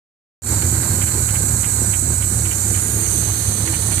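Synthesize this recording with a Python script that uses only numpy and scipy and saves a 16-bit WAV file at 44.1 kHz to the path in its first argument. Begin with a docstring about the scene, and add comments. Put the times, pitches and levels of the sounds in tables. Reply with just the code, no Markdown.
"""After a short silence a car engine fades in, loping at idle, heard over the open bay.
It speeds up in short surges, then sags and stumbles; each firing thumps in the exhaust pipe.
Panels hum, machinery whirs, and air hisses sharply through a gap on the right, changing colour
as the microphone moves in. The block knocks dully, and loose metal clacks, mostly as the speed drops."""
import sys
import numpy as np
from scipy import signal
from scipy.fft import rfft, irfft
from scipy.io import wavfile
from scipy.ndimage import map_coordinates

SR = 44100
rng = np.random.default_rng(int(sys.argv[2]) if len(sys.argv) > 2 else 0)


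def generate_wav(signal):
    """Clip the signal to [-1, 1] and save it as 16-bit WAV at the path in sys.argv[1]."""
    frames = np.transpose(np.atleast_2d(signal))
    scaled = np.clip(frames, -1, 1) * 32767
    pcm = np.round(scaled).astype(np.int16)
    wavfile.write(sys.argv[1], SR, pcm)


N = 176400


def amp(db):
    """Decibels to gain."""
    return 10 ** (np.asarray(db) / 20)


def unit(x):
    """Scales to rms 1."""
    return x / np.sqrt(np.mean(x ** 2) + 1e-20)


def times():
    """The time of every sample, in seconds."""
    return np.arange(N) / SR


def curve(points):
    """An automation line through (seconds, value) points."""
    return np.interp(times(), *np.transpose(points))


def by_hz(points, size=N):
    """Reads (Hz, value) points at every FFT bin, on a log axis."""
    hz, value = np.transpose(points)
    return np.interp(np.log(np.fft.rfftfreq(size, 1 / SR) + 1), np.log(hz + 1), value)


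def colour(x, eq):
    """Shapes a sound with a zero-phase EQ, at rms 1."""
    return unit(irfft(rfft(x) * amp(by_hz(eq)), N))


def ring(x, eq, size=16384):
    """Rings a body with a minimum-phase EQ, so the tail follows the hit, at rms 1."""
    log_gain = np.log(amp(by_hz(eq, size)))
    mirrored = np.r_[log_gain, log_gain[-2:0:-1]]
    response = np.fft.ifft(np.exp(np.conj(signal.hilbert(mirrored)))).real
    return unit(signal.fftconvolve(x, response[:size // 2])[:N])


def resonate(x, hz, width_hz):
    """One resonance, with gain 1 at its centre."""
    carrier = np.exp(2j * np.pi * np.cumsum(np.full(N, hz)) / SR)
    pole = np.exp(-np.pi * width_hz / SR)
    return 2 * (carrier * signal.lfilter([1 - pole], [1, -pole], x / carrier)).real


def wander(rate_hz):
    """Smooth random modulation that rolls off above a rate, at rms 1."""
    rolloff = 1 + (np.fft.rfftfreq(N, 1 / SR) / rate_hz) ** 2
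    return unit(irfft(rfft(rng.standard_normal(N)) / rolloff, N))


def bursts(events, rise_s, decay_s):
    """The envelope of short hits that swell to a peak and die away."""
    t = times()
    return sum(amp(db) * np.exp(-np.maximum((peak - t) / rise_s, (t - peak) / decay_s))
               for peak, db in events)


def reflect(x, place, wet, spread_s, count):
    """Adds short echoes off the engine parts; their paths change as the microphone drifts and moves."""
    drift_s_per_s, shift_s_per_place = .00003, .000199
    out = x.copy()
    for delay, drift, shift, polarity in rng.uniform(-1, 1, (count, 4)):
        lag_s = spread_s * abs(delay) + drift_s_per_s * drift * times() + shift_s_per_place * shift * place
        echo = map_coordinates(x, [np.arange(N) - lag_s * SR], order=3)
        out += wet / np.sqrt(count) * np.sign(polarity) * echo
    return out


# Surges of good firing. 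Each row: start and end in seconds, rough firing rate at each in Hz, effort in dB.
FIRING_SURGES = [(.42, 1.0, 39.36, 39.6, -1.5), (1.12, 1.22, 34.6, 40.6, 2), (1.38, 1.58, 30.7, 39.8, -1),
                 (1.72, 1.88, 30, 40.5, 0), (1.99, 2.15, 30.6, 40.3, -2), (2.27, 2.41, 30.46, 39.87, -0.5),
                 (2.6, 2.75, 28.56, 40.3, -2), (2.84, 2.98, 32.8, 38.1, -0.5),
                 (3.08, 3.26, 32.46, 39.85, -3.5), (3.46, 3.66, 32.23, 36.34, -1),
                 (3.78, 3.95, 30.63, 38.8, -3.5)]
# The accents, the hardest firings. Each row: time in seconds, relative level in dB.
HARD_FIRINGS = [(.519, -13.5), (.651, -12), (0.72, -14), (0.747, -15.5), (.782, -14), (.911, -15),
                (.98, -15.5), (1.041, -13.5), (1.144, -17.5), (1.198, -17), (1.232, -15.5), (1.312, -14),
                (1.375, -15.5), (1.43, -16), (1.542, -12.5), (1.578, -19), (1.605, -17), (1.669, -21),
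                (1.811, -17), (1.837, -16), (1.872, -16.5), (1.962, -18), (2.099, -16.5), (2.125, -16),
                (2.186, -15.5), (2.416, -16.5), (2.443, -15.5), (2.708, -15), (2.77, -16), (2.964, -14.5),
                (3.089, -16.5), (3.229, -18.5), (3.28, -17.5), (3.32, -18), (3.487, -13.5), (3.606, -16),
                (3.634, -15), (3.736, -17), (3.913, -18.5), (3.977, -16)]


def firing(stumble_db=-15.0, surge_edge_s=.033):
    """The running count of firings and their effort in dB: speed climbs in a surge and sags after it."""
    rate_points, effort_db = [], np.full(N, stumble_db)
    for start, end, slow_hz, fast_hz, db in FIRING_SURGES:
        rate_points += [(start, slow_hz), (end, fast_hz)]
        inside_s = np.minimum(times() - start, end - times())
        effort_db += np.clip(inside_s / surge_edge_s + .5, 0, 1) * (db - stumble_db)
    count = np.cumsum(curve(rate_points)) / SR
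    # Bend the pace so that a firing lands on every accent.
    accent_s = np.array(HARD_FIRINGS)[:, 0]
    due = np.interp(accent_s, times(), count)
    whole = np.r_[0, np.cumsum(np.maximum(np.round(np.diff(due)), 1))]
    return count + np.interp(times(), accent_s, whole - due), effort_db


# The boom of the exhaust pipe. Each row: frequency in Hz, relative gain in dB.
PIPE_EQ = [(20, -33), (42, -36), (55, -1), (66, -8.5), (77, -0.5), (88, 1.5), (99, 1), (116, 0), (134, -10),
           (190, -33), (300, -43), (700, -73)]
# The bark, the sharper edge of a good firing. Each row: frequency in Hz, relative gain in dB.
BARK_EQ = [(40, -54.5), (110, 1), (150, 8.5), (195, -2.5), (250, 4), (280, -11), (320, 1), (370, 0),
           (410, -7.5), (540, -11.5), (850, -18), (3000, -49)]


def exhaust(count, effort_db, jitter_s=.0012, bark_lag_s=.006, puff_s=.012):
    """Every firing thumps in the pipe, over a steady rumble; those in a surge also bark."""
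    ordinary_db, scatter_db, effort_follow, bark_air = -19, 2.1, .1, 1.16
    at = np.flatnonzero(np.diff(np.floor(count)))
    late, strength, bark_scatter_db = rng.standard_normal((len(at), 3)).T
    level_db = ordinary_db + scatter_db * strength + effort_follow * effort_db[at]
    for accent_s, db in HARD_FIRINGS:
        nearest = np.argmin(abs(at - accent_s * SR))
        level_db[nearest], late[nearest] = db, 0
    at = np.clip(at + (late * jitter_s * SR).astype(int), 0, N - 1)
    bark_at = np.clip(at + int(bark_lag_s * SR), 0, N - 1)
    thumps, barks = np.zeros((2, N))
    thumps[at] = amp(level_db)
    barks[bark_at] = amp(level_db / 2 + effort_db[at] + bark_scatter_db)
    puffs = signal.lfilter([1], [1, -np.exp(-1 / (puff_s * SR))], barks) * rng.standard_normal(N)
    thump = amp(-23.5) * colour(thumps, PIPE_EQ)
    rumble = amp(-34) * colour(rng.standard_normal(N), PIPE_EQ)
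    bark = amp(-35) * ring(unit(barks) + bark_air * unit(puffs), BARK_EQ)
    return thump + rumble + bark


# The panels' notes. Each row: pitch in Hz, width of each filter pass in Hz, relative level in dB.
PANEL_MODES = [(169.6, 28, -4.5), (324.5, 15.7, -1), (431.5, 58, -8)]
# The hum's fader. Each row: time in seconds, gain in dB.
HUM_FADER = [(.5, -40.5), (2.1, -48.5), (2.7, -41), (3.2, -35), (3.4, -42), (3.65, -37), (4, -42)]


def panel_hum():
    """Shaken panels hum in narrow, wavering resonances, louder as the microphone nears them."""
    shake = rng.standard_normal(N)
    modes = sum(amp(db) * unit(resonate(resonate(shake, hz, width), hz, width))
                for hz, width, db in PANEL_MODES)
    return amp(curve(HUM_FADER)) * modes


# The machinery's tone on each side. Each row: frequency in Hz, relative gain in dB.
WHIR_LEFT_EQ = [(30, -25), (60, 3), (120, 17), (200, 10.5), (340, 5.5), (560, -3.5), (850, -0.5),
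                (1100, -6.5), (1500, -2), (2300, -7.5), (2900, -12.5), (3500, -16), (3850, -1.5), (4250, 1),
                (4700, -7.5), (5100, -7), (6200, -3), (7300, -9), (9200, -2.5), (10500, -10), (14500, -10)]
WHIR_RIGHT_EQ = [(30, -14), (60, -15), (120, 10.5), (200, 12.5), (340, 5.5), (480, -2), (620, 2), (850, 4),
                 (1100, 0), (1500, 3), (2300, -2.5), (2800, -11), (3500, -10.5), (4200, -1), (4700, 1),
                 (5200, -27), (7000, -19), (14500, -36)]
# Its stereo image. Each row: frequency in Hz, left-right correlation from 0 (wide) to 1 (centred).
WHIR_CORRELATION = [(20, 1), (200, 0.94), (350, 0.72), (600, 0.26), (1200, 0.48), (3000, 0), (15000, 0)]
# Its slow swell. Each row: time in seconds, relative level in dB.
WHIR_SWELL = [(.5, -34.5), (1.1, -35.5), (1.6, -36.5), (2.2, -38.5), (2.7, -37), (3.3, -38), (4, -37)]
# Its place in the mix: left gain in dB, right gain in dB.
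WHIR_SIDES_DB = [-30.5, -31]


def machinery_whir(count, place, throb_depth=.16, flutter_depth=.12):
    """Belts, fan and gears: a wash of noise that echoes in the bay and throbs with the firing."""
    left, apart = (reflect(noise, place, wet=.88, spread_s=.03, count=10)
                   for noise in rng.standard_normal((2, N)))
    shared = np.clip(by_hz(WHIR_CORRELATION), -1, 1)
    right = irfft(shared * rfft(left) + np.sqrt(1 - shared ** 2) * rfft(apart), N)
    wash = np.array([colour(left, WHIR_LEFT_EQ), colour(right, WHIR_RIGHT_EQ)])
    movement = 1 + throb_depth * np.cos(2 * np.pi * count) + flutter_depth * wander(rate_hz=27)
    return amp(WHIR_SIDES_DB)[:, None] * unit(amp(curve(WHIR_SWELL))) * movement * wash


# Two bands of the hiss: as the microphone closes in, one slides down and narrows, the other climbs.
# Each row: time in seconds, centre in Hz, level in dB, width in Hz.
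FALLING_BAND = [(.5, 7450, -23.5, 700), (1.3, 7850, -23, 540.4), (1.9, 8020, -20.5, 498.3),
                (2.35, 7840, -22.5, 600), (2.6, 7250, -24.5, 699), (2.9, 6890, -26.5, 600),
                (3.08, 6430, -22.5, 620), (3.65, 6254, -29.5, 420), (4, 6090, -30.5, 300)]
RISING_BAND = [(.5, 8160, -35, 502), (2.3, 8300, -25, 401), (2.85, 8420, -27.5, 249.6),
               (3.1, 8900, -22, 180), (3.3, 8950, -34, 298.6), (3.55, 9280, -28, 300.6),
               (4, 9250, -23, 348)]


def hiss_band(path):
    """A gliding band of hiss: a tone whose level and phase change at random, once per 1 / width."""
    hz, db, width_hz = (curve(np.array(path)[:, [0, k]]) for k in range(1, 4))
    steps = np.cumsum(np.maximum(width_hz, 1)) / SR
    complex_noise = rng.standard_normal((N // 16, 2)) @ [1, 1j]
    flutter = map_coordinates(complex_noise, [steps], order=3, mode="wrap")
    carrier = np.exp(2j * np.pi * np.cumsum(hz) / SR)
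    return amp(db) * unit((flutter * carrier).real)


# The hiss from three microphone places. Each row: frequency in Hz, relative gain in dB.
HISS_FAR_EQ = [(2500, -62), (5100, -27), (5550, -21.5), (5800, -8.5), (6100, -15.5), (6450, -7), (7200, -1),
               (7900, -3.5), (8400, -3.5), (8800, -8), (9500, -5), (10400, -13.5), (11200, -13),
               (12200, -16.5), (13500, -12.5), (14600, -19)]
HISS_PASSING_EQ = [(2500, -20.5), (5200, -21.5), (5900, -11), (6250, -4.5), (6700, -2), (7400, -1.5),
                   (7900, 2), (8350, -0.5), (8850, 3), (9250, -4.5), (9700, 0.5), (10600, -6),
                   (11400, -6.5), (12500, -10.5), (13500, -8), (14600, -17)]
HISS_NEAR_EQ = [(2500, -22), (3500, -16.5), (4350, -8.5), (5200, -21.5), (5750, -15), (6400, -3),
                (7200, -3), (8200, 1), (8800, -1.5), (9350, -1.5), (10000, -11), (11400, -12),
                (12500, -11.5), (14600, -14.5)]
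# The broad hiss's fader. Each row: time in seconds, gain in dB before the boost.
HISS_FADER = [(0.5, -22.5), (1.98, -22.5), (2.09, -24.5), (2.81, -22.5), (3.07, -22), (3.72, -23.5),
              (4.0, -22)]


def air_hiss(place, boost_db=5, left_db=-37, flutter_depth=.065):
    """Air rushes through a narrow gap on the right; its tone crossfades from place to place."""
    jet = reflect(rng.standard_normal(N), place, wet=.99, spread_s=.014, count=14)
    broad = sum(np.maximum(1 - abs(place - k), 0) * colour(jet, eq)
                for k, eq in enumerate([HISS_FAR_EQ, HISS_PASSING_EQ, HISS_NEAR_EQ]))
    broad *= amp(boost_db + curve(HISS_FADER))
    hiss = broad + hiss_band(FALLING_BAND) + hiss_band(RISING_BAND)
    hiss *= 1 + flutter_depth * wander(rate_hz=90)
    return np.array([amp(left_db) * hiss, hiss])


# The ring of a loose metal part. Each row: pitch in Hz, width in Hz, relative level in dB.
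METAL_MODES = [(1460, 63, 5), (2360, 46, 2), (3020, 33, 1.5), (3900, 140, -2), (4500, 120, -11),
               (4780, 120, -1)]


def metal_ring(drive):
    """A shaken metal part rings at its own pitches, at rms 1."""
    return unit(sum(amp(db) * unit(resonate(drive, hz, width)) for hz, width, db in METAL_MODES))


# The clack cues. Each row: peak time in seconds, relative level in dB.
CLACK_CUES = [(.625, -12), (1.019, -4.5), (1.076, -12), (1.29, -8), (1.355, -7.5), (1.644, -6), (1.938, -5),
              (2.226, -8.5), (2.456, -8), (2.515, -6), (2.748, -11), (2.778, -11.5), (3.065, -15),
              (3.677, -5.5), (3.739, -5.5), (3.922, -5.5), (3.981, -9)]
# Their bright, hard tone. Each row: frequency in Hz, relative gain in dB.
CLACK_EQ = [(200, -42), (800, 2), (1400, -0.5), (2300, 10.5), (2650, 5.5), (3000, 8.5), (3600, -3),
            (5000, -34), (9000, -63)]


def loose_metal(clack_db=-21, buzz_db=-45, left_db=-8, ring_share=.32):
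    """Loose metal buzzes all the time and clacks briefly, mostly as the engine sags."""
    roughness = unit(amp(.92 * wander(rate_hz=240)))
    envelope = amp(clack_db) * bursts(CLACK_CUES, rise_s=.0055, decay_s=.013) * roughness
    sides = []
    for side_db in (left_db, 0):
        chatter = envelope * colour(rng.standard_normal(N), CLACK_EQ)
        ringing = ring_share * chatter.std() * metal_ring(chatter)
        buzz = amp(buzz_db) * metal_ring(rng.standard_normal(N))
        sides.append(amp(side_db) * (chatter + ringing + buzz))
    return np.array(sides)


# The knock cues. Each row: peak time in seconds, relative level in dB.
KNOCK_CUES = [(.535, -1), (.884, -1.5), (1.288, -13), (1.346, -2.5), (2.104, -7), (3.29, -2.5),
              (3.74, -5.5), (3.92, -4.5)]
# Their dull tone. Each row: frequency in Hz, relative gain in dB.
KNOCK_EQ = [(150, -27), (500, -4.5), (900, 11.5), (1500, -7.5), (2200, -6), (5000, -47)]


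def block_knocks(gain_db=-27.5, left_db=-3):
    """Blows inside the engine block come through as short, dull bursts of noise."""
    envelope = amp(gain_db) * bursts(KNOCK_CUES, rise_s=.012, decay_s=.011)
    return envelope * np.array([amp(db) * colour(rng.standard_normal(N), KNOCK_EQ) for db in (left_db, 0)])


# The microphone's move, in seconds: it leaves the far place, passes the middle one, reaches the near one.
MIC_MOVE_S = [2.09, 2.95, 3.484]


def scene():
    """Mixes the engine bay in stereo, with the bass leaning right."""
    count, effort_db = firing()
    place = np.interp(times(), MIC_MOVE_S, np.arange(3))  # 0 far, 1 passing, 2 near
    bass = (exhaust(count, effort_db) + panel_hum()) * amp([[-1.75], [1.75]])
    return bass + machinery_whir(count, place) + air_hiss(place) + loose_metal() + block_knocks()


def record(dry):
    """Opens from silence with a quick fade-in, then cuts the highest treble."""
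    open_s, fade_s, opening_gain, cutoff_hz = .42, .083, .078, 14650
    fade = (times() > open_s) * np.clip(opening_gain + (times() - open_s) / fade_s, 0, 1)
    lowpass = signal.firwin(511, cutoff_hz, window=("kaiser", 9), fs=SR)
    return signal.oaconvolve(dry * fade, lowpass[None], "same")


dry = scene()
out = record(dry)
generate_wav(out)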